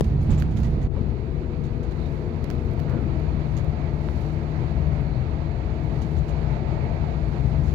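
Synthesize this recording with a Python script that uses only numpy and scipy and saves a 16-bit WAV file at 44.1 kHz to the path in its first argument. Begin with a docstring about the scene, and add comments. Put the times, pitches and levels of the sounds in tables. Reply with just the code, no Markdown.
"""Inside a cruising coach, heard on a hand-held phone. All along, the road makes the body boom, a
six-cylinder diesel drones, and tyres and air rush. First a fingertip knocks the left microphone and fingers
scuff and tick by the right one. By 1 s the phone faces the side window and the right side has lost bass.
Bumps jolt the body and knock a loose panel. Around 3 s the phone turns back to the aisle and the body starts
to heave. A tap on the case follows at 4 s, trim squeaks after 5 s, and the tyres roar loudest near 7 s."""
import sys
import numpy as np
from scipy import signal
from scipy.fft import rfft, irfft
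from scipy.io import wavfile

SR = 44100
rng = np.random.default_rng(int(sys.argv[2]) if len(sys.argv) > 2 else 0)


def file_out(sig):
    """Save sig as 16-bit WAV at sys.argv[1]."""
    # one column per channel
    cols = np.atleast_2d(sig).T
    # limit, then scale
    lim = np.clip(cols, -1, 1)
    pcm = np.round(lim * 32767).astype(np.int16)
    wavfile.write(sys.argv[1], SR, pcm)


N = 341334
TIME = np.arange(N) / SR
FREQ = np.arange(N // 2 + 1) * SR / N

# where the phone points: time_s, turn_share (0 = down the aisle, 1 = at the side window)
WINDOW_TURN = [(.5, 0), (1.0, 1), (2.65, 0.92), (3.6, 0.03)]


def body_boom(split_hz=200, boom_db=-2.0, sway_db=-0.93, drum_db=-8.5, window_db=2.5, flicker_db=-0.1):
    """The wheels shake the body into a deep boom and drum on the floor panels."""
    # how strong the boom is from low to high: pitch_hz, level_db_per_hz
    boom_shape = [(20, -74.5), (32, -67), (45, -51.5), (66, -43), (100, -47.5), (130, -41), (160, -48),
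                  (185, -50.5), (260, -52.5), (370, -54), (520, -63), (800, -90.5), (2000, -115)]
    noise = cabin_noise() * undb(spectrum(boom_shape))
    noise *= FREQ ** 4 / (FREQ ** 4 + 10 ** 4)  # fades out below 10 Hz
    low_share = 1 / (1 + (FREQ / split_hz) ** 6)
    body = irfft(noise * low_share, N) * undb(boom_db + shaking() + sway_db * drift(5.7))
    floor = irfft(noise * (1 - low_share), N)
    floor *= undb(drum_db + window_db * curve(WINDOW_TURN) + flicker_db * drift(28))
    return body + floor


def engine(crank_hz=25.4, wander=0.001001, drone_db=-2.0, load_share=0.64):
    """The diesel and the parts it drives hum together, all following one slightly wandering speed."""
    # engine tones, on half steps because a four-stroke repeats every second turn:
    # crank_multiple, level_db, window_gain_db, right_gain_db
    engine_tones = [(1, -49.5, -1, 2.5), (1.5, -38, 2, 7), (2, -39.5, 7, -5.5), (3, -29.5, -0.5, 2.5),
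                    (3.5, -35, 2, 1), (5, -42.5, 2.5, 5.5), (9, -47.5, 9.5, 3), (13, -45.5, -2.5, 2),
                    (14, -53.5, 10, -2), (22, -71, 9.5, -4), (23, -56, -9.5, 3.5)]
    # hums of the drive line and other engine-driven parts: pitch_hz, level_db
    drive_hums = [(58.2, -28), (212.3, -41.5)]
    # the cabin's hum at twice the rate the cylinders fire: time_s, level_db
    cabin_hum_levels = [(.05, -31.5), (.3, -24.5), (.85, -36), (1.8, -35), (2.1, -28.5), (2.6, -36),
                        (2.85, -29), (3.5, -30.5), (4.2, -28.5), (4.55, -26), (4.78, -28), (4.97, -24),
                        (5.18, -32), (5.42, -25), (5.63, -40), (5.85, -30), (6.45, -28.5), (6.75, -32.5),
                        (7.25, -29), (7.62, -25.5), (7.74, -29)]
    angle = wandering_angle(wander, 1.7)
    turn = curve(WINDOW_TURN)
    drone = sum(tone(multiple * crank_hz * angle, db + window_db * turn) * undb([[0], [right_db]])
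                for multiple, db, window_db, right_db in engine_tones)
    drone += sum(tone(hz * angle, db) for hz, db in drive_hums)
    cabin_hum = tone(6 * crank_hz * angle, curve(cabin_hum_levels), waver_db=.7, slip_rad=.2)
    return drone * undb(drone_db + load_share * shaking()) + cabin_hum


def air_and_tyres(air_db=-1.9, flutter_db=0.7, split_hz=850,
                  roar_share=0.47, hiss_share=0.33, load_share=0.14):
    """Air hisses along the body and the tyres roar, more so on coarse asphalt and as the body heaves."""
    # the rush of air from low to high: pitch_hz, left_db_per_hz, right_db_per_hz
    air_shape = [(251, -79.5, -80.5), (560, -73, -69), (775, -71.5, -69.5), (1020, -79.5, -72),
                 (1620, -85.5, -78.5), (2410, -97, -79.5), (3140, -103, -88), (3660, -108, -87.5),
                 (4390, -110, -86), (5430, -116, -99.5), (6900, -120, -99), (8450, -126, -116),
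                 (11800, -128, -115), (15500, -130, -125)]
    # how coarse the road is: time_s, gain_db
    road_surface = [(.4, -0.5), (1.25, -7), (2.2, -2.5), (2.85, 2), (3.3, -0.5), (3.9, 2.5), (5.45, 2.5),
                    (6.1, 1.5), (6.5, 4), (6.85, 8), (7.3, 2.5), (7.7, 1)]
    # echoes from window, seat back and roof: delay_s, gain
    reflections = [(.0031, .14), (.0074, .14), (.0127, .15)]
    # such short echoes boost some pitches and weaken others
    echo_filter = 1 + sum(gain * np.exp(-2j * np.pi * FREQ * delay) for delay, gain in reflections)
    air = cabin_noise() * echo_filter * undb([spectrum(air_shape, 1), spectrum(air_shape, 2)])
    coarse_db = curve(road_surface)
    low_share = 1 / (1 + (FREQ / split_hz) ** 6)
    roar = irfft(air * low_share, N) * undb(roar_share * coarse_db)
    hiss = irfft(air * (1 - low_share), N) * undb(hiss_share * coarse_db)
    rush = (roar + hiss) * undb(air_db) + tyre_ring(echo_filter) * undb(coarse_db)
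    return rush * undb(load_share * heave() + flutter_db * drift(9.3))


def tyre_ring(echo_filter, gain_db=-3.0, left_db=-7, swell_db=1.13):
    """The rolling tread makes the tyres ring in a few bands; each swells and fades on its own."""
    # where the tyres ring: pitch_hz, width_hz, level_db_per_hz
    tyre_bands = [(440, 53, -64.5), (657, 170, -66.5), (878, 31, -67.5), (2130, 460, -81.5)]
    tread = cabin_noise() * echo_filter * undb([[left_db], [0]])
    out = np.zeros((2, N))
    for hz, width, db in tyre_bands:
        band = irfft(tread / (1 + ((FREQ - hz) / width) ** 2) ** 2, N)
        out += band * undb(gain_db + db + swell_db * drift(5.9))
    return out


def heave():
    """Extra load on the springs, in dB of loudness, as the body rides long waves in the road."""
    # waves in the road: peak_s, half_length_s, gain_db
    road_waves = [(3.147, 0.4, 4), (4.062, 0.4, 1.5), (4.817, 0.27, 3.5), (5.996, 0.25, 2.5),
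                  (6.76, 0.31, 2.5), (7.507, 0.45, 3)]
    return sum(db * swell(peak, half_length) for peak, half_length, db in road_waves)


def shaking(window_db=-1.5):
    """How much shaking reaches the phone, in dB: more in a heave, less when it faces the window."""
    return heave() + window_db * curve(WINDOW_TURN)


def jolts(lean_db_per_octave=4.0, centred_hz=480):
    """Each bump sets the panels shuddering; low shudders come from the left, high ones from the right."""
    # bumps in the road: start_s, level_db, pitch_hz, width_octaves, decay_s
    bumps = [(1.006, -27, 161, 1.07, 0.012), (1.6, -34, 75.2, 2.2, 0.045), (2.47, -36, 278, 0.75, 0.069),
             (2.876, -46.5, 1100, 1.2, 0.12), (2.92, -33.5, 538, .2, .04), (2.925, -29.5, 238, 1.05, 0.22),
             (3.314, -27, 64.5, 2, 0.025), (6.15, -31, 62, 0.74, 0.11), (6.72, -29, 67.4, 0.82, .1)]
    out = np.zeros((2, N))
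    age = TIME[:SR // 2]
    for start, db, hz, octaves, decay in bumps:
        low, high = hz * 2 ** (-octaves / 2), hz * 2 ** (octaves / 2)
        shake = rng.standard_normal(len(age)) * np.exp(-age / decay)
        shake *= np.sqrt(SR / 2 / (high - low))  # keeps narrow bands as strong as wide ones
        shudder = signal.sosfilt(signal.butter(3, [low, high], "band", fs=SR, output="sos"), shake)
        lean_db = lean_db_per_octave * np.log2(centred_hz / hz)
        at = int(start * SR)
        out[:, at:at + len(age)] += undb([[db + lean_db], [db - lean_db]]) * shudder
    return out


def loose_panel(right_db=-3, contact_s=0.0022):
    """A loose trim panel knocks dully over the sharper bumps and rings for a moment."""
    # its knocks: start_s, level_db
    knocks = [(.964, -30), (2.912, -33.5), (2.934, -33.5)]
    # its hollow ring: pitch_hz, level_db, decay_s
    panel_tones = [(138.3, 13.5, 0.025), (350, -4.5, 0.01), (528, -0.5, 0.017), (592, -6.5, 0.012),
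                   (990, -11, 0.013), (1130, -6.5, 0.0067)]
    out = np.zeros(N)
    ring = struck(panel_tones, TIME[:SR // 4], contact_s)
    for start, db in knocks:
        at = int(start * SR)
        out[at:at + len(ring)] += undb(db) * ring
    return np.array([out, out * undb(right_db)])


def fingertip_knock(right_db=-20, snap_db=-12, snap_s=0.0013, snap_top_hz=1700):
    """A fingertip pops the left microphone: a soft snap of contact, then a dead thud."""
    # the two parts of the thud: start_s, level_db, pitch_hz, decay_s
    thuds = [(.009, 1.5, 400, .0012), (.0133, -13, 65, .005)]
    touch_s = thuds[0][0]
    snap = undb(snap_db) * rng.standard_normal(N) * np.exp(-np.abs(TIME - touch_s) / snap_s)
    knock = signal.sosfilt(signal.butter(1, snap_top_hz, fs=SR, output="sos"), snap)
    for start, db, hz, decay in thuds:
        age = np.maximum(TIME - start, 0)
        knock -= undb(db) * np.sin(2 * np.pi * hz * age) * np.exp(-age / decay)
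    return np.array([knock, knock * undb(right_db)])


def case_ticks(gain_db=2, crackle_gain=0.15, crackle_s=0.00055, rustle_db=-33, rustle_s=0.013):
    """The phone case ticks under the grip: a sharp click, a tiny crackle, then a faint rustle."""
    # the ticks (light ones sound thin): start_s, level_db, low_edge_hz
    ticks = [(.046, -36, 4000), (.071, -42, 5000), (.296, -40, 6930), (.306, -41, 7000), (.339, -34, 9000),
             (.401, -22, 8000), (.423, -25, 1500), (.604, -34, 4000), (2.4425, -32, 2400),
             (2.444, -33, 2600), (2.5025, -25, 2500), (2.512, -35, 2300), (2.534, -43, 2500),
             (2.551, -41, 9000), (2.65, -43, 9000), (2.714, -42, 7000), (2.737, -37, 7070),
             (2.795, -34.5, 2200), (2.801, -34, 2200), (2.832, -38, 8950), (2.897, -37, 2000),
             (2.906, -39, 4500), (2.921, -44, 9500), (3.012, -45, 6500), (3.198, -43, 6900),
             (3.568, -41, 3000), (3.646, -40, 4000), (5.011, -39, 5970)]
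    # their tone colour: pitch_hz, gain_db
    tick_shape = [(300, 11.5), (1500, 31.5), (2400, 19.5), (3400, 15), (4400, 12.5), (5300, 7), (6800, 5.5),
                  (8600, -3.5), (10000, -3), (12000, 5.5), (14000, -1.5), (15500, -2)]
    out = np.zeros(N)
    for start, db, edge_hz in ticks + case_creaks():
        at = int(start * SR)
        age = TIME[:min(SR // 16, N - at)]
        fade = crackle_gain * np.exp(-age / crackle_s) + undb(rustle_db) * np.exp(-age / rustle_s)
        tick = rng.standard_normal(len(age)) * fade
        tick[0] = 1  # the click itself
        tick = signal.sosfilt(signal.butter(2, edge_hz, "high", fs=SR, output="sos"), tick)
        out[at:at + len(tick)] += undb(db + gain_db) * tick
    return on_right(colour(out, tick_shape), left_db=-31.0)


def case_creaks(per_s=1.5, level_db=-45, scatter_db=3, low_edge_hz=7000):
    """A list of extra faint ticks at random moments, likelier the harder the grip slides."""
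    chance = rng.random((int(per_s * N / SR), 2))
    slid = np.cumsum(sliding_grip())
    starts = np.interp(chance[:, 0], slid / slid[-1], TIME)
    return [(start, level_db - scatter_db * weak, low_edge_hz) for start, weak in zip(starts, chance[:, 1])]


def finger_rubs(scuff_db=3, grip_db=-2, squeak_wander=0.025):
    """Fingers scuff and rub the case; now and then the skin catches and squeaks."""
    # quick finger slips: start_s, length_s, level_db
    slips = [(0.041, 0.011, -55), (0.199, 0.089, -66), (0.3, 0.059, -53), (0.375, 0.048, -54),
             (0.505, 0.028, -62), (0.563, 0.048, -57.5), (0.628, 0.047, -57), (0.813, 0.043, -60.5),
             (1.635, 0.031, -61.5), (1.828, 0.03, -63), (1.908, 0.022, -63.5), (3.566, 0.037, -57.5),
             (6.014, 0.027, -59.5), (6.164, 0.04, -62.5), (6.279, 0.036, -61), (7.63, 0.089, -63.5)]
    # tone colour of those scuffs: pitch_hz, gain_db
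    scuff_shape = [(200, -4.5), (700, 26), (2000, 14.5), (4300, 13.5), (5400, 6.5), (6700, 12), (7700, 2.5),
                   (8800, -5), (12000, -1), (15500, -23)]
    # tone colour of the slow rubbing: pitch_hz, gain_db
    rub_shape = [(1000, -4), (4300, 13.5), (6800, 6), (8800, -3), (10500, -1), (12200, 3), (14000, -9.5),
                 (15500, -8.5)]
    # squeaks of skin: start_s, level_db, pitch_hz, length_s
    skin_squeaks = [(0.225, -54, 11000, 0.019), (0.312, -46, 7600, .008), (0.38, -43, 7400, 0.013),
                    (0.639, -44, 1940, 0.033), (0.817, -45.5, 1910, 0.022), (3.566, -46, 6700, 0.0089)]
    pressure = sum(undb(db + scuff_db) * stroke(start, length) for start, length, db in slips)
    scuffs = colour(pressure * skin_friction(), scuff_shape)
    rubbing = colour(undb(grip_db) * sliding_grip() * skin_friction(), rub_shape)
    angle = wandering_angle(squeak_wander, 460)
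    squeaks = sum(undb(db) * stroke(start, length) * np.sin(hz * angle)
                  for start, db, hz, length in skin_squeaks)
    return on_right(scuffs + rubbing + squeaks, left_db=-32.0)


def sliding_grip():
    """How strongly the hand rubs as it slides slowly over the case."""
    # the slides: peak_s, half_length_s, level_db
    slides = [(0.04, 0.089, -57), (.3, .12, -62), (0.633, .17, -59.5), (2.093, 0.22, -65),
              (2.604, 0.15, -67.5), (3.52, 0.085, -65.5), (4.182, 0.21, -60), (4.622, .15, -69),
              (6.066, 0.25, -63), (7.433, 0.27, -64), (7.716, 0.089, -63.5)]
    return sum(undb(db) * swell(peak, half_length) for peak, half_length, db in slides)


def skin_friction(grain_db=4):
    """Skin moves over plastic in a mass of tiny slips of uneven size."""
    slips = rng.standard_normal(N) * undb(grain_db * drift(780))
    return slips / slips.std()


def palm_rumble():
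    """The palm presses as it shifts its hold, which rumbles through the phone."""
    # the presses: peak_s, half_length_s, level_db
    presses = [(0.323, 0.035, -14), (0.465, 0.063, -26), (0.59, 0.079, -23), (0.718, 0.048, -28.5)]
    # their dull tone colour: pitch_hz, gain_db
    rumble_shape = [(20, -17.5), (50, -3), (125, 6), (170, -2.5), (300, -15.5), (600, -33), (1500, -41),
                    (3000, -50.5), (5000, -70)]
    rumble = colour(rng.standard_normal(N), rumble_shape)
    force = sum(undb(db) * swell(peak, half_length) for peak, half_length, db in presses)
    return on_right(force * rumble / rumble.std(), left_db=-8)


def case_tap(start_s=4.087, gain_db=-17.5, contact_s=.0003):
    """One dry, woody tap on the case next to the right microphone."""
    # the short ring of the case: pitch_hz, level_db, decay_s
    case_tones = [(1000, -2, .001), (1380, 1.5, 0.00065), (2000, -12, 0.00064)]
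    age = np.maximum(TIME - start_s, 0)
    return on_right(undb(gain_db) * struck(case_tones, age, contact_s), left_db=-24)


def gear_whine(flutter_db=2.5, flutter_hz=9, left_db=-4):
    """Gears and axle whine in thin tones that flutter and sink into the road noise."""
    # the whines, with the phone facing either way: pitch_hz, aisle_db, window_db
    whines = [(432, -49.5, -48.5), (483, -58, -46.5), (662, -55.5, -57.5), (751, -58, -66), (873, -64, -63)]
    turn = curve(WINDOW_TURN)
    out = np.zeros((2, N))
    for hz, aisle_db, window_db in whines:
        db = aisle_db + turn * (window_db - aisle_db) + flutter_db * drift(flutter_hz)
        out += tone(2 * np.pi * hz * TIME, db, waver_db=1.0, slip_rad=0.76)
    return out * undb([[left_db], [0]])


def tread_song(wander=0.0069):
    """The tyre tread sings for a moment on some patches of road, at an unsteady pitch."""
    # the sung notes: peak_s, half_length_s, level_db, pitch_hz
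    notes = [(2.2, .17, -53, 874), (3.76, .08, -44, 718), (4.3, .1, -52, 872), (5.8, .25, -48.5, 662),
             (6.8, .25, -52, 912), (6.95, .3, -46, 664)]
    return on_right(swelling_tones(notes, wandering_angle(wander, 20)), left_db=-6)


def trim_squeaks(wander=.05, rough_db=3):
    """Plastic trim rubs as the body twists, giving a thin, hoarse squeak whose pitch never settles."""
    # the squeaks: peak_s, half_length_s, level_db, pitch_hz
    chafes = [(2.043, 0.056, -53, 3900), (5.133, 0.077, -55, 4180), (5.48, .1, -58, 4130)]
    squeaks = swelling_tones(chafes, wandering_angle(wander, 400))
    return on_right(squeaks * undb(rough_db * drift(120)), left_db=-18)


def cabin_noise():
    """Spectra of white noise at the two microphones: alike in the bass, nearly unrelated higher up."""
    # how alike the two sides are: pitch_hz, correlation (1 = the same)
    likeness = [(60, 1), (180, 0.75), (350, 0.62), (800, 0.2), (1500, -0.18), (2400, -0.17)]
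    alike = spectrum(likeness)
    shared, opposed = rfft(rng.standard_normal((2, N)))
    shared *= np.sqrt((1 + alike) / 2)
    opposed *= np.sqrt((1 - alike) / 2)
    return np.array([shared + opposed, shared - opposed]) * np.sqrt(SR / 2)


def tone(phase, db, waver_db=2.5, slip_rad=0.9, right_shift_rad=0.1):
    """One stereo tone; it wavers as the phone moves through the cabin's loud and quiet spots."""
    phase = phase + slip_rad * drift(3.63) + rng.uniform(0, 2 * np.pi)
    gain = np.sqrt(2) * undb(db + waver_db * drift(2.6))
    return gain * np.array([np.sin(phase), np.sin(phase + right_shift_rad)])


def struck(tones, age, contact_s):
    """The fading ring of something hit; a longer contact softens its start."""
    ring = sum(undb(db) * np.sin(2 * np.pi * hz * age) * np.exp(-age / decay) for hz, db, decay in tones)
    return ring * (1 - np.exp(-age / contact_s))


def swelling_tones(notes, angle):
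    """Tones that each fade in and out, sharing one wobble in pitch."""
    return sum(undb(db) * swell(peak, half_length) * np.sin(hz * angle) for peak, half_length, db, hz in notes)


def stroke(start_s, length_s):
    """Pressure of one finger slip: quick to rise, then let go."""
    progress = np.maximum(TIME - start_s, 0) / length_s
    return 1.2 * (1 - np.exp(-progress / 0.062)) * np.exp(-progress ** 2)


def swell(peak_s, half_length_s):
    """A smooth rise and fall in time, 1 at the peak."""
    return np.exp(-((TIME - peak_s) / half_length_s) ** 2)


def drift(rate_hz):
    """A smooth random wobble with a typical size of 1."""
    wobble = irfft(rfft(rng.standard_normal(N)) * np.exp(-(FREQ / rate_hz) ** 2), N)
    return wobble / wobble.std()


def wandering_angle(wander, rate_hz):
    """Phase of a 1 Hz tone whose speed strays by the share `wander`; multiply it by a pitch."""
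    return 2 * np.pi * np.cumsum(1 + wander * drift(rate_hz)) / SR


def colour(sound, shape):
    """Filter a sound by a (pitch_hz, gain_db) table."""
    cepstrum = irfft(np.log(undb(spectrum(shape))), N)
    # folding it this way makes the filter ring only after a sound, never before
    cepstrum[1:N // 2] *= 2
    cepstrum[N // 2 + 1:] = 0
    return irfft(rfft(sound) * np.exp(rfft(cepstrum)), N)


def on_right(sound, left_db):
    """Place a sound on the right, fainter in the left."""
    return np.array([sound * undb(left_db), sound])


def curve(table):
    """The value of a time table at every sample."""
    rows = np.array(table)
    return np.interp(TIME, rows[:, 0], rows[:, 1])


def spectrum(table, column=1):
    """One column of a pitch table at every frequency."""
    rows = np.array(table)
    return np.interp(np.log(FREQ + 1), np.log(rows[:, 0]), rows[:, column])


def undb(db):
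    """Decibels to gain."""
    return 10 ** (np.asarray(db) / 20)


def scene():
    """The coach's cabin plus the hand on the phone."""
    cabin = body_boom() + air_and_tyres() + engine() + gear_whine() + tread_song()
    rattles = jolts() + loose_panel() + trim_squeaks()
    hand = fingertip_knock() + case_tap() + palm_rumble() + finger_rubs() + case_ticks()
    return cabin + rattles + hand


def record(dry, thin_from_s=.878, fade_s=0.004, dip_db=-14.0, dip_s=.045, top_hz=15800):
    """The right side starts full in the bass, then dips briefly and stays thin; the top treble is cut."""
    # the right side's tone colour at first: pitch_hz, gain_db
    full_shape = [(40, 2.5), (150, 0.5), (230, 4.5), (330, -0.5), (800, -1.5)]
    # the same once its bass has thinned: pitch_hz, gain_db
    thin_shape = [(40, -12.5), (160, -12.5), (230, -7), (330, -1), (520, 0)]
    left, right = dry
    full, thin = (irfft(rfft(right) * undb(spectrum(shape)), N) for shape in (full_shape, thin_shape))
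    full_share = np.clip((thin_from_s - TIME) / fade_s, 0, 1)
    dip = undb(dip_db * swell(thin_from_s, dip_s))
    right = full_share * full + (1 - full_share) * dip * thin
    return signal.sosfilt(signal.ellip(8, .2, 70, top_hz, fs=SR, output="sos"), np.array([left, right]))


dry = scene()
out = record(dry)
file_out(out)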